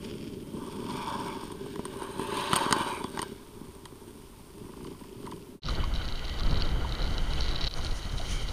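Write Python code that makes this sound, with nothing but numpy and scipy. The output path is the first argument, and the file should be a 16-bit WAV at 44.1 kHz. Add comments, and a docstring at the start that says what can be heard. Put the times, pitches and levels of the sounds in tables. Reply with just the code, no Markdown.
"""First comes the low rumble and thin hiss of far-off skates on a frozen lake. A skater pulled by a
hand-held wing glides past a microphone lying on the ice, the blades scraping, squealing and clicking.
Ice carries treble faster than bass, so near bumps knock and distant ones arrive as falling chirps.
After a fade we ride on the wing: wind on the microphone, blade hiss in the frame, knocking spars
(the wing's poles) and a ticking microphone mount."""
import sys
import numpy as np
from scipy import signal
from scipy.fft import rfft, irfft, next_fast_len
from scipy.io import wavfile
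from scipy.ndimage import map_coordinates

SR = 44100
rng = np.random.default_rng(int(sys.argv[2]) if len(sys.argv) > 2 else 0)


def wav_out(sig):
    """Save sig, one row per channel (or a flat mono array), as 16-bit PCM at SR to the path in sys.argv[1]."""
    wavfile.write(sys.argv[1], SR, np.round(np.clip(np.atleast_2d(sig).T, -1, 1) * 32767).astype(np.int16))


N = 375732
TIME = np.arange(N) / SR  # the time of every sample [s]
PASS_S, SPEED_M_S, NEAREST_M = 2.52, 7, 1.28  # when, how fast and how close the skater goes by


def amp(db):
    """Turn decibels into a gain to multiply by."""
    return 10 ** (np.asarray(db) / 20)


def unit(x):
    """Scale a sound to an average strength (rms) of 1."""
    return x / np.sqrt(np.mean(x ** 2) + 1e-20)


def burst(x, length_s=0.012):
    """Scale a short sound to the energy of length_s seconds at rms 1."""
    return x / np.sqrt(np.sum(x ** 2) / (length_s * SR) + 1e-20)


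def curve(rows):
    """Join (time, value) points with straight lines, one value per sample."""
    return np.interp(TIME, *np.transpose(rows))


def wobble(rate):
    """A smooth curve through `rate` random values a second."""
    return map_coordinates(rng.standard_normal(2000), [TIME * rate], mode="wrap")


def add(track, s, sound):
    """Mix a sound into a track, starting at s seconds."""
    part = track[max(round(s * SR), 0):][:len(sound)]
    part += sound[:len(part)]


def colour(x, tone, size=8192):
    """Shape a sound's bass and treble with (frequency [Hz], level [dB]) points."""
    hz, db = np.transpose(tone)
    grid = np.log(np.fft.rfftfreq(size, 1 / SR) + 1)
    cepstrum = irfft(np.log(amp(np.interp(grid, np.log(hz), db, right=-90))))
    cepstrum[1:size // 2] *= 2  # folded so that the filter rings after a hit, never before
    cepstrum[size // 2 + 1:] = 0
    return signal.fftconvolve(x, irfft(np.exp(rfft(cepstrum))))[:len(x)]


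def noise(tone):
    """Smooth noise with the given tone, at rms 1."""
    return unit(colour(rng.standard_normal(N), tone))


def grit(rate, smooth):
    """Tiny random hits, `rate` a second, plus a share of smooth rubbing."""
    hits = (rng.random(N) < rate / SR) * rng.standard_normal(N)
    return unit(hits) + smooth * rng.standard_normal(N)


# tone of the faint steady hiss (frequency [Hz], level [dB])
AIR_TONE = [(260, -19), (450, 2.5), (492, -8), (778, -8), (930, -1), (1660, -14.5), (3230, -14),
            (7840, -19.5), (8830, -15), (15500, -20.5)]
def background():
    """A low breeze under a faint hiss and a thin, high whine."""
    breeze = amp(-53) * noise([(20, 1.5), (110, -1), (200, -12), (500, -71)])
    whine = amp(-74) * np.sin(2 * np.pi * 11089 * TIME)
    return breeze + amp(-57.5) * noise(AIR_TONE) + whine


# how hard the wind blows on the ride (time [s], level [dB])
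WIND_LEVEL = [(5.68, -26.5), (5.73, -28), (6.3, -35), (6.39, -31.5), (6.42, -29), (6.55, -26.5),
              (6.6, -26.5), (6.78, -28), (7.81, -30.5), (8.0, -34.5), (8.14, -33.5), (8.5, -33)]
# tones of its deep thumping and its higher rush (frequency [Hz], level [dB])
BUFFET_TONE = [(7.1, -50), (12, 5), (35, -0.5), (68, -6.5), (108, -15), (141, -14), (269, -26),
               (321, -27.5), (400, -36.5), (520, -67), (880, -120)]
RUSH_TONE = [(150, -28.5), (250, 1.5), (269, -5.5), (318, -0.5), (410, -2), (1180, -7), (1420, -3.5),
             (1800, -15.5), (2340, -15.5), (3960, -120)]
def wind(rush_db, rough_db):
    """Gusts thump the microphone; the frame's rush grows with the wind and with rough ice."""
    wind_db, gust = curve(WIND_LEVEL), wobble(30)
    above_average_db = wind_db - np.mean(WIND_LEVEL, axis=0)[1]
    buffet = amp(wind_db + 1.5 + 2 * gust) * noise(BUFFET_TONE)
    swell_db = 0.29 * rough_db + 0.73 * above_average_db + 0.21 * gust + 1.42 * wobble(60)
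    return buffet + amp(rush_db + swell_db) * noise(RUSH_TONE)


# turns that cut into the ice (time [s], half length [s], spray boost [dB])
CARVING_TURNS = [(5.71, .04, 6.5), (7.343, 0.17, 7), (7.856, 0.032, 2), (8.32, 0.076, 7)]
# tones of the hiss in the frame and of flying ice (frequency [Hz], level [dB])
FRAME_TONE = [(1000, -70), (1700, -26), (1920, 6), (2050, 4.5), (2630, -5.5), (2730, -2.5), (2950, 7),
              (3090, 10), (3430, -3.5), (3840, 0), (4060, -6), (4680, 0.5), (5070, -28), (6500, -10),
              (7500, -20), (9750, -28), (16500, -120)]
SPRAY_TONE = [(3240, -6), (5500, -1), (6510, 0.5), (7780, -14.5), (8940, -5), (10400, -9), (12300, -38),
              (14500, -20), (15500, -23)]
def hiss_and_spray(hiss_db, spray_db, rough_db):
    """The blades hiss through the wing's frame; each turn swells the hiss and throws ice."""
    carve_db = sum(db * np.exp(-((TIME - s) / half) ** 2) for s, half, db in CARVING_TURNS)
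    hiss = amp(hiss_db + 0.14 * rough_db + 0.43 * carve_db + wobble(35)) * noise(FRAME_TONE)
    spray = amp(spray_db + carve_db + 2.5 * wobble(40)) * noise(SPRAY_TONE)
    return hiss + spray


# notes the mount rings at (frequency [Hz], level [dB], time to fade by 60 dB [s])
MOUNT_NOTES = [(3170, 7.5, 0.0046), (3984, 11, 0.0096), (4350, 5, 0.011), (5300, 3, 0.0041)]
def mount_ring(detune=0):
    """One tap rings the mount; the pitch shifts a little with where it is touched."""
    t = np.arange(SR // 50) / SR
    ring = sum(amp(db - 60 * t / fade_s) * np.sin(2 * np.pi * hz * (1 + detune) * t)
               for hz, db, fade_s in MOUNT_NOTES)
    return colour(ring, [(1500, -8), (2700, -0.5), (3600, 4), (5400, 1.5), (7000, -12), (15000, -30)])


# ticks from the hardest jolts (time [s], level [dB])
MOUNT_TICKS = [(5.635, -43), (5.6515, -47.5), (5.656, -40), (5.6642, -41), (5.6862, -39), (5.694, -38.5),
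               (5.7075, -43.0), (5.7514, -41.5), (5.841, -45), (5.9385, -43), (5.952, -46), (5.961, -42),
               (5.985, -48), (6.021, -47), (6.054, -45), (6.0793, -47), (6.087, -41.5), (6.124, -42),
               (6.194, -45), (6.244, -46.0), (6.296, -44.0), (6.3886, -45.0), (6.3967, -41), (6.407, -43),
               (6.434, -41.5), (6.51, -42.5), (6.5333, -51), (6.5572, -42), (6.5991, -49), (6.6216, -33),
               (6.655, -43), (6.893, -45), (6.9232, -39), (6.9515, -42.5), (7.019, -40), (7.0271, -42.5),
               (7.0762, -44), (7.138, -54), (7.181, -37.5), (7.335, -41), (7.408, -34.5), (7.42, -39.5),
               (7.4423, -43), (7.56, -35.5), (7.6099, -38), (7.62, -48), (7.6412, -37), (7.669, -36),
               (7.674, -38), (7.7393, -37), (7.848, -41.0)]
def mount(rattle_db, contact_s=0.0049):
    """The microphone's mount ticks on hard jolts and rattles grittily in between."""
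    ticks, t = np.zeros(N), np.arange(SR // 50) / SR
    for s, db in MOUNT_TICKS:
        contact = rng.standard_normal(len(t)) * amp(-60 * t / contact_s)
        ring = mount_ring(detune=0.03 * rng.standard_normal())
        add(ticks, s, amp(db) * burst(signal.fftconvolve(contact, ring)))
    rattle = unit(signal.fftconvolve(grit(rate=420, smooth=0.048), mount_ring())[:N])
    return ticks + amp(rattle_db + 3 * wobble(110)) * rattle


# two listening spots on the wing, facing the skater and then the blades
# (start [s], fade-in [s], rush [dB], hiss [dB], spray [dB], rattle [dB])
WING_SPOTS = [(5.619, 0.091, -43.5, -47.5, -60.5, -49), (7.685, 0.09, -44.5, -50, -52.5, -52)]
# how rough the ice is on the ride (time [s], roughness [dB])
ICE_ROUGHNESS = [(5.71, 3), (5.8, -5), (5.91, -10), (5.955, -2), (6.01, -1), (6.08, -3), (6.16, -2),
                 (6.35, -2), (6.41, -1), (6.47, 1.5), (6.55, 3.5), (6.65, 1), (6.74, -4), (6.88, -6.5),
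                 (7.05, 1.5), (7.11, 0.5), (7.24, -6), (7.33, 0.5), (7.44, 3), (7.53, 2.5), (7.62, 5.5),
                 (7.68, 7.5), (7.8, 1), (7.86, 4), (7.95, 0), (8.5, 2)]
def ride(cut_s=0.0062):
    """Wind, hiss and rattle on the wing; the sound dips briefly between the two spots."""
    spots = np.array(WING_SPOTS)
    current = np.maximum(np.searchsorted(spots[:, 0], TIME) - 1, 0)
    start, fade_s, rush_db, hiss_db, spray_db, rattle_db = spots[current].T
    fade = np.clip((TIME - start) / fade_s, 0, 1)
    fade *= np.clip(np.abs(TIME - spots[-1, 0]) / cut_s, 0, 1)
    rough_db = curve(ICE_ROUGHNESS)
    rushing = wind(rush_db, rough_db) + hiss_and_spray(hiss_db, spray_db, rough_db)
    return fade * rushing + np.sqrt(fade) * mount(rattle_db + 1.55 * rough_db)


# knocks on the wing's poles (time [s], peak level [dB], pitch [Hz])
SPAR_HITS = [(5.685, -29, 1223), (5.782, -35.5, 1340), (5.801, -35, 2990), (5.83, -38, 2160),
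             (5.836, -30.5, 1090), (6.009, -39, 1460), (6.405, -38, 1160), (6.522, -34, 1000),
             (6.786, -34, 343), (6.846, -30.5, 945), (7.321, -35, 2920), (7.379, -33, 3000),
             (7.785, -39.5, 1000), (8.198, -34.5, 657)]
# notes of one pole (frequency [times its pitch], level [dB])
SPAR_NOTES = [(.89, -9.5), (1, -1.5), (1.13, -8)]
def spars(attack_s=0.0017, fade_s=0.054):
    """A jolt knocks a pole: a few close notes start together and die quickly."""
    out, t = np.zeros(N), np.arange(SR // 8) / SR
    envelope = (1 - np.exp(-t / attack_s)) * amp(-60 * t / fade_s)
    for s, db, hz in SPAR_HITS:
        knock = envelope * sum(amp(level) * np.sin(2 * np.pi * (hz * ratio * t + rng.random()))
                               for ratio, level in SPAR_NOTES)
        add(out, s, amp(db) * knock / np.abs(knock).max())
    return out


def distance(s):
    """Metres from the skater to the microphone on the ice at time s."""
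    return np.hypot(NEAREST_M, SPEED_M_S * (s - PASS_S))


def through_ice(x, s, share=1, wave_m_s=1400):
    """Waves bend the ice, and low ones travel slower: the farther off, the later the bass arrives."""
    size = next_fast_len(len(x) + SR // 4)
    hz = np.fft.rfftfreq(size, 1 / SR)
    slowness = np.clip(hz / 1000, .14, 4) ** -.5 - .5  # wave_m_s is the speed at 1 kHz
    lag_s = share * distance(s) / wave_m_s * slowness
    return irfft(rfft(x, size) * np.exp(-2j * np.pi * np.cumsum(lag_s) * SR / size), size)


def carried(x, size=4096):
    """Send a long sound through the ice, piece by piece, from wherever the skater is."""
    out, padded = np.zeros(N + size), np.pad(x, (size, 0), mode="wrap")
    for start in range(0, N + size, size):
        add(out, start / SR, through_ice(padded[start:start + size], (start - size) / SR))
    return unit(out[size:])


# loudness of the distant gliding (time [s], level [dB])
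FAR_GLIDE_LEVEL = [(0, -54.5), (.28, -57.5), (.36, -62.5), (.58, -64), (.9, -51), (1.45, -60), (1.9, -86),
                   (4.0, -72), (4.65, -65), (5.2, -61.5), (5.55, -71)]
# its tone (frequency [Hz], level [dB])
GLIDE_TONE = [(1000, -27), (1400, -2.5), (1850, -9), (2300, -3), (3200, 1.5), (4130, -12), (4600, -2),
              (5500, -6), (6100, -19), (6800, -11), (8000, -24)]
def glide():
    """Far off, the running blades make a thin, gritty hiss."""
    level_db = curve(FAR_GLIDE_LEVEL) + 1.7 * wobble(39.2)
    return amp(level_db) * unit(colour(grit(rate=400, smooth=0.71), GLIDE_TONE))


# brief squeals (time [s], level [dB], pitch [Hz], slide [Hz/s], half width [Hz], half length [s])
EDGE_SQUEALS = [(0.14, -63, 3130, 4, 200, 0.24), (0.657, -61, 3240, 398, 150, 0.24),
                (1.079, -56, 3410, 2, 130, .17), (1.02, -51, 2350, 0, 130, 0.079),
                (1.304, -51, 2300, -150, 130, .06), (2.255, -55, 3050, -500, 90, 0.075),
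                (2.41, -55, 3220, 2500, 90, .05), (2.64, -52, 3170, 1500, 90, 0.039),
                (2.807, -44, 3000, -1000, 80, .05), (2.787, -44, 2350, -300, 50, 0.036),
                (2.941, -45, 2320, -200, 140, .07), (3.044, -53, 3420, -1200, 90, 0.038),
                (8.35, -50, 2260, 2, 90, 0.068), (8.359, -47.5, 3120, -47, 100, 0.11)]
def squeals():
    """A blade's edge grips and sings: rubbing feeds one note that swells, slides and dies away."""
    out = np.zeros(N)
    for s, db, hz, slide, width, half in EDGE_SQUEALS:
        t = np.arange(-min(s, 3 * half), 3 * half, 1 / SR)
        lowpass = signal.butter(2, width, fs=SR, output="sos")
        rub = signal.sosfilt(lowpass, rng.standard_normal((2, len(t))))
        phase = 2 * np.pi * (hz * t + slide * t ** 2 / 2)
        note = unit(rub[0] * np.cos(phase) + rub[1] * np.sin(phase))
        add(out, s + t[0], amp(db) * np.exp(-(t / half) ** 2) * note)
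    return out


# hits on bumps and cracks (time [s], thud [dB], knock [dB], crack [dB], sizzle [dB])
ICE_BUMPS = [(.907, -44, -56, -47, -64), (1.199, -50, -58, -61, -53), (1.43, -37, -40.5, -68, -59),
             (1.5004, -43, -47, -71, -68), (1.5173, -40, -45, -59, -50), (1.66, -38.5, -47, -68, -59),
             (1.757, -39, -43, -54, -57), (1.791, -30, -39.5, -66, -61), (1.852, -40, -39, -49, -41),
             (2.019, -35, -39, -54, -66), (2.193, -31, -33.5, -62, -51), (2.531, -27, -22, -29.5, -34),
             (2.538, -58, -35, -35, -41), (2.556, -54, -43, -34, -41), (2.5602, -34, -30.5, -31, -26.5),
             (2.566, -44, -30.5, -36, -39), (2.616, -40, -46, -50, -57), (2.662, -29, -33, -52, -63),
             (2.709, -30.5, -32, -37, -40), (2.725, -29, -23, -24.5, -29.5), (2.763, -29.5, -38, -52, -59),
             (2.808, -32, -49, -48, -51), (3.041, -32, -34, -45, -51), (3.173, -46, -35, -51, -50),
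             (3.191, -36.5, -32.5, -37.5, -49), (3.2167, -47, -39, -43, -37), (3.227, -38, -34, -44, -46),
             (3.609, -38.5, -55, -68, -61), (3.854, -58, -46.5, -47.5, -52), (3.918, -47, -55, -77, -72),
             (4.07, -45.5, -67, -75, -72), (4.632, -40, -56, -78, -75), (4.654, -45, -56, -76, -75),
             (4.688, -42, -52.5, -76, -75), (4.732, -59, -50, -73, -75), (4.768, -47, -53, -76, -75),
             (4.802, -43, -51, -78, -75), (4.843, -40, -48, -59, -62), (4.869, -38, -51, -53, -66),
             (4.91, -45, -54, -74, -75), (4.942, -49, -55, -78, -75), (5.004, -52, -51.5, -69, -61),
             (5.035, -47, -54, -62, -64), (5.225, -36, -54, -68, -68), (5.254, -49, -51, -59, -69),
             (5.264, -41, -40.5, -54, -56), (5.313, -40, -41.5, -53, -57), (5.317, -49, -54, -59, -63),
             (5.362, -45, -56, -62, -62)]
# tones of the parts of a hit (frequency [Hz], level [dB])
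THUD_TONE = [(40, -9.5), (180, 2), (400, 6), (520, -13.5), (800, -17), (2000, -32.5)]
FAR_KNOCK_TONE = [(400, -21), (720, -10.5), (1000, 9), (1270, -9.5), (1550, -10.5), (2000, -16.5),
                  (3200, -41)]
NEAR_KNOCK_TONE = [(250, -31), (720, -8.5), (1000, 14), (1270, 5), (1550, 6.5), (2000, -17), (3200, -33)]
CRACK_TONE = [(1400, -30), (1900, 1.5), (2300, -10.5), (2600, -9.5), (3050, 8), (3500, -1), (4150, -1),
              (4600, 1.5), (5900, -12.5), (6500, -4), (7900, -19.5), (14000, -48)]
SIZZLE_TONE = [(4590, -9.5), (7800, -14.5), (8260, -3), (8800, 4.5), (9590, -9.5), (10200, -6.5),
               (10500, -9), (11700, -10.5), (13200, -22), (14700, -11.5), (15500, -49)]  # also used by sizzle()
def bumps(crush_s=0.001007, crumble_s=0.0071, near_m=2.5, chirp_m=13.84):
    """A blade crushes a ridge: the ice thuds and knocks, the edge cracks and throws chips."""
    out, t = np.zeros(N), np.arange(SR // 10) / SR
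    for s, thud_db, knock_db, crack_db, sizzle_db in ICE_BUMPS:
        far = np.clip(distance(s) / chirp_m, .3, 1)  # far hits chirp more and trail off longer
        envelope = t / crush_s * np.exp(-t / crush_s) + far * 0.38 * np.exp(-t / crumble_s)
        crush = rng.standard_normal(len(t)) * envelope
        blow = crush / np.linalg.norm(crush)
        blow[round(crush_s * SR)] += 0.7  # the blade's single push
        knock_tone = NEAR_KNOCK_TONE if distance(s) < near_m else FAR_KNOCK_TONE
        parts = [(thud_db, THUD_TONE), (knock_db, knock_tone), (crack_db, CRACK_TONE)]
        hit = sum(amp(db) * burst(colour(blow, tone)) for db, tone in parts)
        chips = colour(crush, [(7000, -0.5), (8800, 8), (10000, 2), (16000, 3)])
        add(out, s, through_ice(hit, s, share=far))
        add(out, s, amp(sizzle_db) * burst(colour(chips, SIZZLE_TONE)))
    return out


def sizzle(near, chatter):
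    """The edges fizz on the ice, a little brighter close by."""
    fizz = unit(colour(grit(rate=230, smooth=1), SIZZLE_TONE))
    bright = colour(fizz, [(9000, 0.9), (12000, 1), (16000, 2)])
    level_db = blade_db(-47.5, bite=0.5, falloff=0.5, leaving_db=-2) + 1.7 * chatter
    return amp(level_db) * ((1 - near) * fizz + near * bright)


# how hard the edges dig in as the skater passes (time [s], bite [dB])
EDGE_BITE = [(0, -1.5), (.24, -12), (.35, -17), (.62, 2), (.85, 2), (.9, 7), (1.0, 8.5), (1.13, 10),
             (1.26, 5.5), (1.4, 2), (1.56, -1.5), (1.96, -5.5), (2.03, -2.5), (2.12, -6.5), (2.27, -4),
             (2.4, -2.5), (2.5, -3.5), (2.65, 0.5), (2.88, 2.5), (3.08, -4), (3.23, 4.5), (3.33, -4.5),
             (4.48, -11), (4.68, -3.5), (5.15, -10.5), (5.28, 2.5), (5.45, -16)]
def blade_db(base_db, bite, falloff, leaving_db, leaving_s=1):
    """A blade sound grows with bite, falls with distance and is weaker behind the skater."""
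    distance_db = 20 * np.log10(distance(TIME) / NEAREST_M)
    gone_by = np.clip((TIME - PASS_S) / leaving_s, 0, 1)
    return base_db + bite * curve(EDGE_BITE) - falloff * distance_db + leaving_db * gone_by


def ripples(per_second=28, jitter=0.11, contact_s=0.0012):
    """Rippled ice jolts the blades almost regularly, each time with a short crunch."""
    count = 9 * per_second
    times = (np.arange(count) + 1 + jitter * rng.standard_normal(count)) / per_second
    jolts = np.bincount(np.abs(times * SR).astype(int), np.ones(count), N)[:N]
    tails = signal.lfilter([1], [1, -np.exp(-1 / (contact_s * SR))], jolts)
    return unit(unit(jolts) + .6 * unit(tails * rng.standard_normal(N)))


# the rumble follows how coarse the ice is more than distance (time [s], level [dB])
SHEET_LEVEL = [(0, -38), (.22, -39.5), (.36, -42), (.62, -38), (.97, -35.5), (1.15, -38.5), (1.45, -40),
               (2.1, -43), (2.35, -39), (2.8, -39.5), (3.2, -40.5), (3.4, -46.5), (4.1, -49), (4.42, -53),
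               (4.7, -46), (5.1, -49.5), (5.3, -44), (5.55, -48)]
# tones of the rumble, the ring and the extra brightness close by (frequency [Hz], level [dB])
RUMBLE_TONE = [(12, -33), (20, -20), (80, -9), (235, 0.5), (334, -3), (389, 2), (413, 1), (489, -19),
               (578, -12.5), (643, -24), (760, -48), (990, -59), (1670, -120)]
RING_TONE = [(290, -41), (500, -18.5), (575, -5.5), (634, -15), (721, -14), (805, -13.5), (898, 5),
             (991, 2.5), (1140, -1), (1350, -14.5), (1450, -12), (1570, -11), (1720, -27), (2000, -40),
             (2600, -27), (4400, -120)]
NEAR_BRIGHTNESS = [(250, 0), (450, 4), (780, 0.5), (950, -0.5), (1300, 0), (1750, 7.5), (2300, 11)]
def ice_sheet(fine_grit, near, chatter):
    """Pebbly, rippled ice shakes under the blades, so the whole sheet rumbles and rings."""
    patches_db = 0.96 * wobble(13)  # stretches of rough and smooth ice
    jolts = carried(ripples())
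    coarse_grit = carried(grit(rate=400, smooth=0.66))
    rippled = np.interp(TIME, [4, 4.7], [.2, .86])  # far out, ripples stand clear as chirps
    rumble = unit(colour(coarse_grit + (0.28 + rippled) * jolts, RUMBLE_TONE))
    ring = unit(colour(np.sqrt(1 - rippled ** 2) * fine_grit + rippled * jolts, RING_TONE))
    rumble_db = curve(SHEET_LEVEL) + 0.76 * chatter
    ring_db = blade_db(-29, bite=1.44, falloff=1.04, leaving_db=-1.5) + 0.85 * chatter
    sheet = amp(rumble_db + patches_db) * rumble + amp(ring_db + patches_db) * ring
    return (1 - near) * sheet + near * colour(sheet, NEAR_BRIGHTNESS)


def two_blades(x, gap_m=0.479, air_m_s=343):
    """One blade runs ahead of the other: the tiny delay sweeps the tone up, then down on leaving."""
    lag_s = gap_m / air_m_s * np.abs(SPEED_M_S * (TIME - PASS_S)) / distance(TIME)
    return x + 0.33 * np.interp(TIME - lag_s, TIME, x)


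# tones of the scrape from in front, from behind and from far off (frequency [Hz], level [dB])
FRONT_TONE = [(1060, -22), (1800, -5), (2050, -7), (2550, -1), (3100, 0.5), (3550, -2.5), (4000, -2),
              (4400, -9.5), (5150, -11), (5950, -28), (6430, -10), (7800, -32), (12000, -77)]
BACK_TONE = [(1060, -20), (1950, -6), (2320, -7), (2570, -7), (3020, 0.5), (3400, -1.5), (3600, -7),
             (3850, 1), (4170, -14), (4500, -3), (4900, -10), (5300, -15), (5600, -11.5), (5950, -25),
             (6350, -12.5), (7800, -28), (12000, -72)]
FAR_TONE = [(1120, -57), (1900, -46), (2090, -37), (2280, 3), (2520, -40), (2870, -12), (3350, 2),
            (3910, -11), (4120, -84), (4370, -2), (4560, -8), (5570, -6.5), (6160, -27), (6930, -12),
            (7800, -47), (10100, -58), (17200, -120)]
def scrape(fine_grit, near, chatter, turn_s=0.42):
    """Steel edges scrape the ice; as they go by we hear their front, then their back."""
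    behind = np.clip(.5 + (TIME - PASS_S) / turn_s, 0, 1)
    front = unit(colour(fine_grit, FRONT_TONE))
    back = unit(colour(grit(rate=2100, smooth=0.93), BACK_TONE))
    close = unit(two_blades(np.sqrt(1 - behind) * front + np.sqrt(behind) * back))
    distant = unit(colour(grit(rate=700, smooth=0.4), FAR_TONE))
    level_db = blade_db(-36.5, bite=1.09, falloff=1.29, leaving_db=-5.5) + 1.3 * chatter
    return amp(level_db) * (np.sqrt(near) * close + np.sqrt(1 - near) * distant)


def blades(near_m=3.83):
    """Steel runs over ice: rumble, scrape and sizzle flutter together as the grip changes."""
    chatter = wobble(40)
    fine_grit = carried(grit(rate=2500, smooth=0.85))
    near = np.clip(near_m / distance(TIME), 0, 1) ** 2  # 1 close by, towards 0 far off
    sheet = ice_sheet(fine_grit, near, chatter)
    return sheet + scrape(fine_grit, near, chatter) + sizzle(near, chatter)


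def scene(pass_end_s=5.6, pass_fade_s=0.072):
    """The pass heard from the ice, then the ride on the wing, both over a quiet background."""
    ride_start_s, ride_fade_s = WING_SPOTS[0][:2]
    on_ice = np.clip((pass_end_s - TIME) / pass_fade_s, 0, 1)
    on_wing = np.clip((TIME - ride_start_s) / ride_fade_s, 0, 1)
    sound = (on_ice + on_wing) * background()
    sound += on_ice * (blades() + glide() + bumps())
    sound += ride() + spars() + squeals()
    return np.tile(sound, (2, 1))


def record(dry, top_hz=15550):
    """One microphone on both channels, picking up nothing above top_hz."""
    size = next_fast_len(N + SR // 4)
    audible = np.fft.rfftfreq(size, 1 / SR) < top_hz
    return irfft(rfft(dry, size) * audible, size)[:, :N]


dry = scene()
out = record(dry)
wav_out(out)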